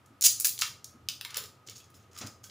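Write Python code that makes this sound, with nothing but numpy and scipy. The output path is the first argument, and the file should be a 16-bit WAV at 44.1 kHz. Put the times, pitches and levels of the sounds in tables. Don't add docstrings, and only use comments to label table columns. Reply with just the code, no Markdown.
import sys
import numpy as np
from scipy import signal
from scipy.fft import rfft, irfft, next_fast_len
from scipy.io import wavfile
from scipy.ndimage import uniform_filter1d

SR = 44100
rng = np.random.default_rng(int(sys.argv[2]) if len(sys.argv) > 2 else 0)


def unload_audio(sound):
    columns = np.transpose(np.atleast_2d(sound))
    steps = np.round(np.clip(columns, -1, 1) * 32767)
    wavfile.write(sys.argv[1], SR, steps.astype(np.int16))


N = 110250
FFT_SIZE = next_fast_len(2 * N)
HZ = np.arange(FFT_SIZE // 2 + 1) * SR / FFT_SIZE

BAND_HZ = [1300, 3300, 6400, 11500]
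BAND_WIDTH_HZ = [1500, 2600, 3700, 7300]
# (time [s], relative level [dB], decay time [s],
# opening click against the swarm [dB], four band levels [dB])
CRACKLES = [(0.06, -37.0, 0.0019, -14.0, -17.0, -16.0, -3.0, -4.0),
            (0.2105, -7.8, 0.0016, -4.0, -29.0, -19.0, -6.0, -2.0),
            (0.2195, -4.4, 0.0016, -8.0, -27.0, -18.0, -2.0, -6.0),
            (0.2248, 0.3, 0.0016, -6.0, -32.0, -16.0, -1.0, -8.0),
            (0.2303, -15.6, 0.0012, -20.0, -12.0, -10.0, -3.0, -4.0),
            (0.3992, -1.7, 0.0016, -11.0, -33.0, -23.0, -8.0, -1.0),
            (0.407, -4.8, 0.0022, -20.0, -30.0, -21.0, -6.0, -1.0),
            (0.4183, -12.9, 0.0024, -20.0, -32.0, -17.0, -2.0, -4.0),
            (0.4463, 2.5, 0.0018, -7.0, -19.0, -10.0, -5.0, -3.0),
            (0.4515, 0.5, 0.0015, -17.0, -22.0, -12.0, -8.0, -1.0),
            (0.4549, 1.0, 0.0011, -20.0, -27.0, -10.0, -14.0, -1.0),
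            (0.4586, -2.3, 0.0023, -13.0, -30.0, -14.0, -4.0, -3.0),
            (0.4692, -0.6, 0.0017, -12.0, -30.0, -18.0, -9.0, -1.0),
            (0.4815, -10.1, 0.0017, -19.0, -31.0, -17.0, -4.0, -2.0),
            (0.4918, -6.4, 0.0016, -20.0, -38.0, -15.0, -8.0, -1.0),
            (0.5786, -19.0, 0.0007, 0.0, -34.0, -1.0, -9.0, -18.0),
            (0.5905, -13.0, 0.0008, -2.0, -30.0, -7.0, -3.0, -6.0),
            (0.6022, -17.6, 0.0016, -6.0, -27.0, -4.0, -5.0, -5.0),
            (0.6121, -4.0, 0.0013, -18.0, -32.0, -16.0, -1.0, -7.0),
            (0.6154, -7.0, 0.0011, -6.0, -18.0, -7.0, -1.0, -13.0),
            (0.6202, 0.0, 0.0013, -2.0, -6.0, -4.0, -5.0, -14.0),
            (0.6314, -8.9, 0.0025, -16.0, -16.0, -2.0, -5.0, -13.0),
            (0.8436, -14.2, 0.0016, -9.0, -40.0, -17.0, -1.0, -9.0),
            (1.0869, -2.5, 0.0013, -6.0, -25.0, -1.0, -9.0, -11.0),
            (1.0985, -16.4, 0.0013, -9.0, -14.0, -1.0, -9.0, -10.0),
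            (1.2117, -14.0, 0.0008, 0.0, -8.0, -2.0, -11.0, -9.0),
            (1.2487, -12.0, 0.002, -14.0, -6.0, -3.0, -10.0, -7.0),
            (1.3049, -21.9, 0.0032, -11.0, -9.0, -4.0, -5.0, -8.0),
            (1.3441, -12.1, 0.0015, -7.0, -15.0, -2.0, -6.0, -13.0),
            (1.3578, -17.8, 0.0029, -16.0, -10.0, -2.0, -8.0, -7.0),
            (1.3683, -12.1, 0.0012, -7.0, -20.0, -4.0, -3.0, -10.0),
            (1.3704, -5.7, 0.0015, -13.0, -7.0, -15.0, -10.0, -2.0),
            (1.3775, -13.5, 0.0035, -15.0, -20.0, -5.0, -3.0, -10.0),
            (1.3839, -15.5, 0.0023, -8.0, -8.0, -8.0, -5.0, -4.0),
            (1.4378, -20.8, 0.0024, -16.0, -7.0, -7.0, -4.0, -8.0),
            (1.4563, -26.1, 0.0023, -13.0, -14.0, -6.0, -3.0, -7.0),
            (1.6731, -22.4, 0.0022, -20.0, -21.0, -6.0, -2.0, -15.0),
            (1.6853, -21.5, 0.0019, -16.0, -11.0, -2.0, -6.0, -18.0),
            (1.6969, -20.0, 0.0015, -11.0, -27.0, -6.0, -3.0, -7.0),
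            (1.7572, -34.0, 0.0031, -11.0, -20.0, -5.0, -2.0, -17.0),
            (1.8009, -31.0, 0.0027, -11.0, -31.0, -2.0, -6.0, -8.0),
            (1.8403, -33.2, 0.0033, -20.0, -16.0, -9.0, -1.0, -17.0),
            (1.9015, -38.4, 0.0024, -17.0, -9.0, -9.0, -9.0, -2.0),
            (1.9417, -35.0, 0.002, -16.0, -12.0, -2.0, -9.0, -9.0),
            (2.1319, -36.0, 0.0018, -7.0, -13.0, -9.0, -2.0, -9.0),
            (2.1511, -30.1, 0.0025, -20.0, -12.0, -23.0, 0.0, -22.0),
            (2.1626, -25.3, 0.0027, -20.0, -5.0, -5.0, -6.0, -14.0),
            (2.1760, -27.0, 0.0018, -11.0, -19.0, -7.0, -1.0, -12.0),
            (2.1859, -17.5, 0.0024, -18.0, -12.0, -9.0, -2.0, -9.0),
            (2.2127, -15.9, 0.0026, -13.0, -17.0, -12.0, 0.0, -18.0),
            (2.2198, -21.3, 0.0023, -11.0, -4.0, -4.0, -8.0, -15.0),
            (2.2636, -22.7, 0.0033, -20.0, -17.0, -12.0, -2.0, -5.0),
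            (2.2703, -17.1, 0.0022, -18.0, -21.0, -12.0, -1.0, -12.0),
            (2.4398, -22.2, 0.002, -16.0, -15.0, -12.0, -1.0, -8.0),
            (2.4957, -26.2, 0.0025, -12.0, -15.0, -1.0, -8.0, -18.0)]
# (time [s], length [s], opening gain [dB], peak gain [dB], closing gain [dB], slip rate [1/s])
RIPS = [(0.2393, .0305, -1, 5, 3.5, 800)]
RIP_BANDS_DB = [-33.5, -17.5, -11.5, -10]
# (time [s], length [s], relative level [dB], four band levels [dB])
STROKES = [(0.589, 0.015, -47, -7, -21, 1, -1), (0.651, 0.052, -56.5, -2, -7, -23, 5),
           (1.258, 0.23, -56.5, 5, 0, -26, -27), (1.348, 0.068, -49, -3, -3.5, -18, -4),
           (1.663, 0.022, -53.5, -5.5, -18, -9.5, -15), (1.696, 0.036, -58.5, -23, 3.5, -1, -18),
           (1.75, 0.039, -56, -26, -8, 3, -24), (1.777, 0.023, -60, -21, -14, 7, -7),
           (1.796, 0.016, -76, -27, 4.5, -22, -14), (1.891, 0.045, -82, -32, -13, -1, -4),
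           (1.941, 0.044, -63.5, -26.5, -8, -3.5, -3), (1.97, 0.098, -70, -15, -6.5, -5, -17),
           (2.111, 0.024, -64.5, -11, -11, -0.5, -21), (2.137, 0.043, -54.5, -5, -16, -10, -34),
           (2.172, 0.039, -45.5, -6.5, -9, -2, -11), (2.202, 0.046, -49.5, 2.5, -1, -22, -15),
           (2.23, 0.067, -64, 11.5, -21, -28, -8), (2.431, 0.059, -58.5, -40, -16, 0, -7)]
# (frequency [Hz], gain [dB])
CORD_EQ = [(150, -60), (400, -32), (650, -23), (900, -8.5), (1500, -1.5), (2600, 1.5), (3300, 0.5),
           (4200, 2.5), (5200, 4.5), (6000, 2), (6800, 5), (7700, 2.5), (8300, -2), (10000, 4.5),
           (12000, -1.5), (13800, -2), (15000, 6.5), (16000, -14)]
# (time [s], relative level [dB], pitch [Hz], bandwidth [Hz], T60 of the fade [s])
BUMPS = [(0.099, -53.5, 259, 81, 0.24), (.24, -48.5, 705, 197, 0.2), (.446, -39, 1637, 304, 0.092),
         (0.619, -43, 1251, 90, 0.37), (.622, -43, 2210, 298, 0.29), (.625, -41, 3230, 300, 0.28),
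         (0.629, -51, 962, 120, .3), (0.619, -46, 1760, 150, 0.11), (0.941, -52.5, 264, 60.6, 0.16),
         (1.25, -48.5, 2200, 200, 0.22), (1.351, -49, 1245, 118, 0.52), (1.25, -55, 968, 148.8, 0.21),
         (1.366, -47, 485, 122, 0.27), (1.431, -55, 455, 103.1, 0.2), (1.679, -55, 404, 255, 0.13),
         (1.754, -58, 4530, 198, 0.21), (1.752, -56, 6470, 500, 0.2), (1.8, -58, 3380, 200, 0.16),
         (1.799, -60, 2630, 200, 0.14), (2.158, -57, 1248, 88.5, 1), (2.098, -59.5, 439, 81.5, 0.21),
         (2.207, -47, 500, 633, 0.41), (2.208, -49.5, 234, 44.6, 0.19), (2.231, -42, 227, 94, 0.23),
         (2.238, -41, 107.5, 25, 0.18), (2.438, -61.5, 1530, 99.6, 0.22), (2.438, -63, 3330, 150, 0.48)]
# (frequency [Hz], T60 [s])
ROOM_T60 = [(500, 0.27), (2000, 0.27), (5500, 0.33), (9000, 0.28), (15000, 0.25)]
# (frequency [Hz], relative level [dB])
FAN_SPECTRUM = [(25, -29), (45, -15), (68, -20.5), (85, 4), (125, 3), (155, -7.5), (260, -9.5),
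                (400, -12.5), (700, -17), (1100, -19.5), (1200, -15), (1260, -5), (1330, -18), (1800, -23),
                (3000, -27), (5000, -32.5), (8000, -37.5), (13600, -39.5), (15000, -41.5), (16000, -48.5)]
# (frequency [Hz], relative level [dB])
HISS_SPECTRUM = [(25, 6.5), (60, -16), (140, -3), (400, -1.5), (1100, -5), (1260, 6.5), (1400, -4.5),
                 (2500, -8.5), (8000, -21), (16000, -26)]

CRACKLE_CLICKS_PER_S, CRACKLE_TRIM_DB = 12000, -1
SLIP_JITTER, SLIP_SCATTER_DB, RIP_HISS_DB, RIP_PEAK_AT = .2, 1.5, -20, .83
STRAP_RING_HZ, STRAP_RING_WIDTH_HZ, STRAP_RING_DB = 6850, 4100, -7
RUSTLE_CLICKS_PER_S, RUSTLE_WAVER_DB, RUSTLE_SPILL_DB = 15000, 3.5, -12
ROOM_DB, ROOM_RISE_S = -4, .0025
FAN_DB, FAN_FLICKER_DB, FAN_FLICKER_HZ, HISS_DB = -58, 2.5, 9, -72.5


def crackles():
    out, t = np.zeros(N), np.arange(1000) / SR
    for start, db, decay, opening_db, *band_db in CRACKLES:
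        swarm = clicks(CRACKLE_CLICKS_PER_S, scatter_db=-1.5, samples=len(t))
        fade = np.exp(-t / decay)
        swarm *= (1 - fade) * fade
        swarm /= np.sqrt(np.sum(swarm ** 2) + 1e-18)
        swarm[0] = undb(opening_db)
        mix_in(out, start, swarm * undb(db + CRACKLE_TRIM_DB), band_db)
    return out


def strap_rip():
    out = np.zeros(N)
    resonance = signal.iirpeak(STRAP_RING_HZ, STRAP_RING_HZ / STRAP_RING_WIDTH_HZ, fs=SR)
    for start, length, first_db, peak_db, last_db, rate in RIPS:
        timing, strength = rng.standard_normal((100, 2)).T
        slip_times = np.cumsum(np.exp(SLIP_JITTER * timing)) / rate
        slip_times -= slip_times[0]
        inside = slip_times < length
        n = int(length * SR) + 1
        rip = undb(RIP_HISS_DB) * rng.standard_normal(SR // 4)[:n]
        rip[(slip_times[inside] * SR).astype(int)] += undb(SLIP_SCATTER_DB * strength[inside])
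        rip *= undb(np.interp(np.arange(n) / n, [0, RIP_PEAK_AT, 1], [first_db, peak_db, last_db]))
        ring = signal.lfilter(*resonance, rip)
        mix_in(out, start, rip + undb(STRAP_RING_DB) * ring, RIP_BANDS_DB)
    return out


def finger_rustle():
    out, t = np.zeros(N), np.arange(SR // 5) / SR
    for start, length, db, *band_db in STROKES:
        swell = np.sin(np.pi / 2 * np.interp(t / length, [0, .3, 1], [0, 1, 0]))
        for band in range(4):
            level = undb(db + RUSTLE_WAVER_DB * waver(steps=30, hold=400, samples=len(t)))
            grains = clicks(RUSTLE_CLICKS_PER_S, scatter_db=1.5, samples=len(t))
            spill_db = RUSTLE_SPILL_DB * np.abs(np.arange(4) - band)
            mix_in(out, start, level * swell * grains, band_db[band] + spill_db)
    return out


def charger_bumps():
    out, t = np.zeros(N), np.arange(SR // 2) / SR
    for start, db, hz, width, t60 in BUMPS:
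        edges = [max(hz - width / 2, 20), hz + width / 2]
        resonance = signal.butter(2, edges, "band", fs=SR, output="sos")
        rough = signal.sosfilt(resonance, rng.standard_normal(SR))[-len(t):]
        struck = 1.589 * np.sin(2 * np.pi * hz * t) * np.exp(-t * width / 2)
        attack = 1 - np.exp(-t / (.002 + 1 / hz))
        place(out, start, (rough / rough.std() + struck) * attack * undb(db - 60 * t / t60))
    return out


def room_reverb():
    t, tail = np.arange(SR // 2) / SR, 0
    white = rfft(rng.standard_normal(len(t)), FFT_SIZE)
    for hz in 300 * 2 ** (np.arange(13) / 2):
        weight = np.clip(1 - np.abs(2 * np.log2((HZ + 1) / hz)), 0, 1)
        band = irfft(white * weight, FFT_SIZE)[:len(t)]
        tail += band * undb(-60 * t / curve(ROOM_T60, hz))
    tail *= 1 - np.exp(-t / ROOM_RISE_S)
    return rfft(tail / np.sqrt(np.sum(tail ** 2)), FFT_SIZE)


def fan():
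    flicker = waver(steps=200, hold=int(SR / FAN_FLICKER_HZ), samples=N)
    air = noise(FAN_SPECTRUM, FAN_DB)
    hum = signal.sosfiltfilt(signal.butter(2, 300, fs=SR, output="sos"), air)
    return air - hum + hum * undb(FAN_FLICKER_DB * flicker)


def undb(db):
    return 10 ** (np.asarray(db, float) / 20)


def curve(table, hz=HZ):
    freqs, values = np.array(table, float).T
    return np.interp(np.log(hz + 1), np.log(freqs), values)


def minimum_phase(gain):
    cepstrum = irfft(np.log(gain + 1e-5))
    cepstrum[1:len(cepstrum) // 2] *= 2
    cepstrum[len(cepstrum) // 2 + 1:] = 0
    return np.exp(rfft(cepstrum))


def clicks(per_s, scatter_db, samples):
    chance, polarity, size = rng.random((samples, 3)).T
    x = (chance < per_s / SR) * np.sign(polarity - .5) * undb(-scatter_db * np.log(size + 1e-9))
    return x / np.sqrt(np.mean(x ** 2) + 1e-18)


def waver(steps, hold, samples):
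    return uniform_filter1d(np.repeat(rng.standard_normal(steps), hold)[:samples], hold)


def noise(spectrum, rms_db):
    x = irfft(rfft(rng.standard_normal(FFT_SIZE)) * undb(curve(spectrum)), FFT_SIZE)[:N]
    return x * undb(rms_db) / np.sqrt(np.mean(x ** 2))


def place(out, start, x):
    at = int(start * SR)
    out[at:at + len(x)] += x[:N - at]


def mix_in(out, start, x, band_db):
    density_db = np.array(band_db) - 10 * np.log10(np.array(BAND_WIDTH_HZ) * 2 / SR)
    gain = undb(curve(list(zip(BAND_HZ, density_db)), np.arange(257) * SR / 512))
    place(out, start, signal.fftconvolve(x, irfft(minimum_phase(gain))))


def scene():
    handling = crackles() + strap_rip() + finger_rustle()
    cord = rfft(handling, FFT_SIZE) * minimum_phase(undb(curve(CORD_EQ)))
    cord_in_room = irfft(cord * (1 + undb(ROOM_DB) * room_reverb()), FFT_SIZE)[:N]
    mid = cord_in_room + charger_bumps() + fan()
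    side = noise(HISS_SPECTRUM, HISS_DB)
    return np.array([mid + side, mid - side])


def record(dry):
    rounded = dry / (1 + np.abs(dry) ** 4) ** (1 / 4)
    high_cut = signal.ellip(7, .2, 60, 15500, fs=SR, output="sos")
    return .95 * signal.sosfilt(high_cut, rounded)


dry = scene()
out = record(dry)
unload_audio(out)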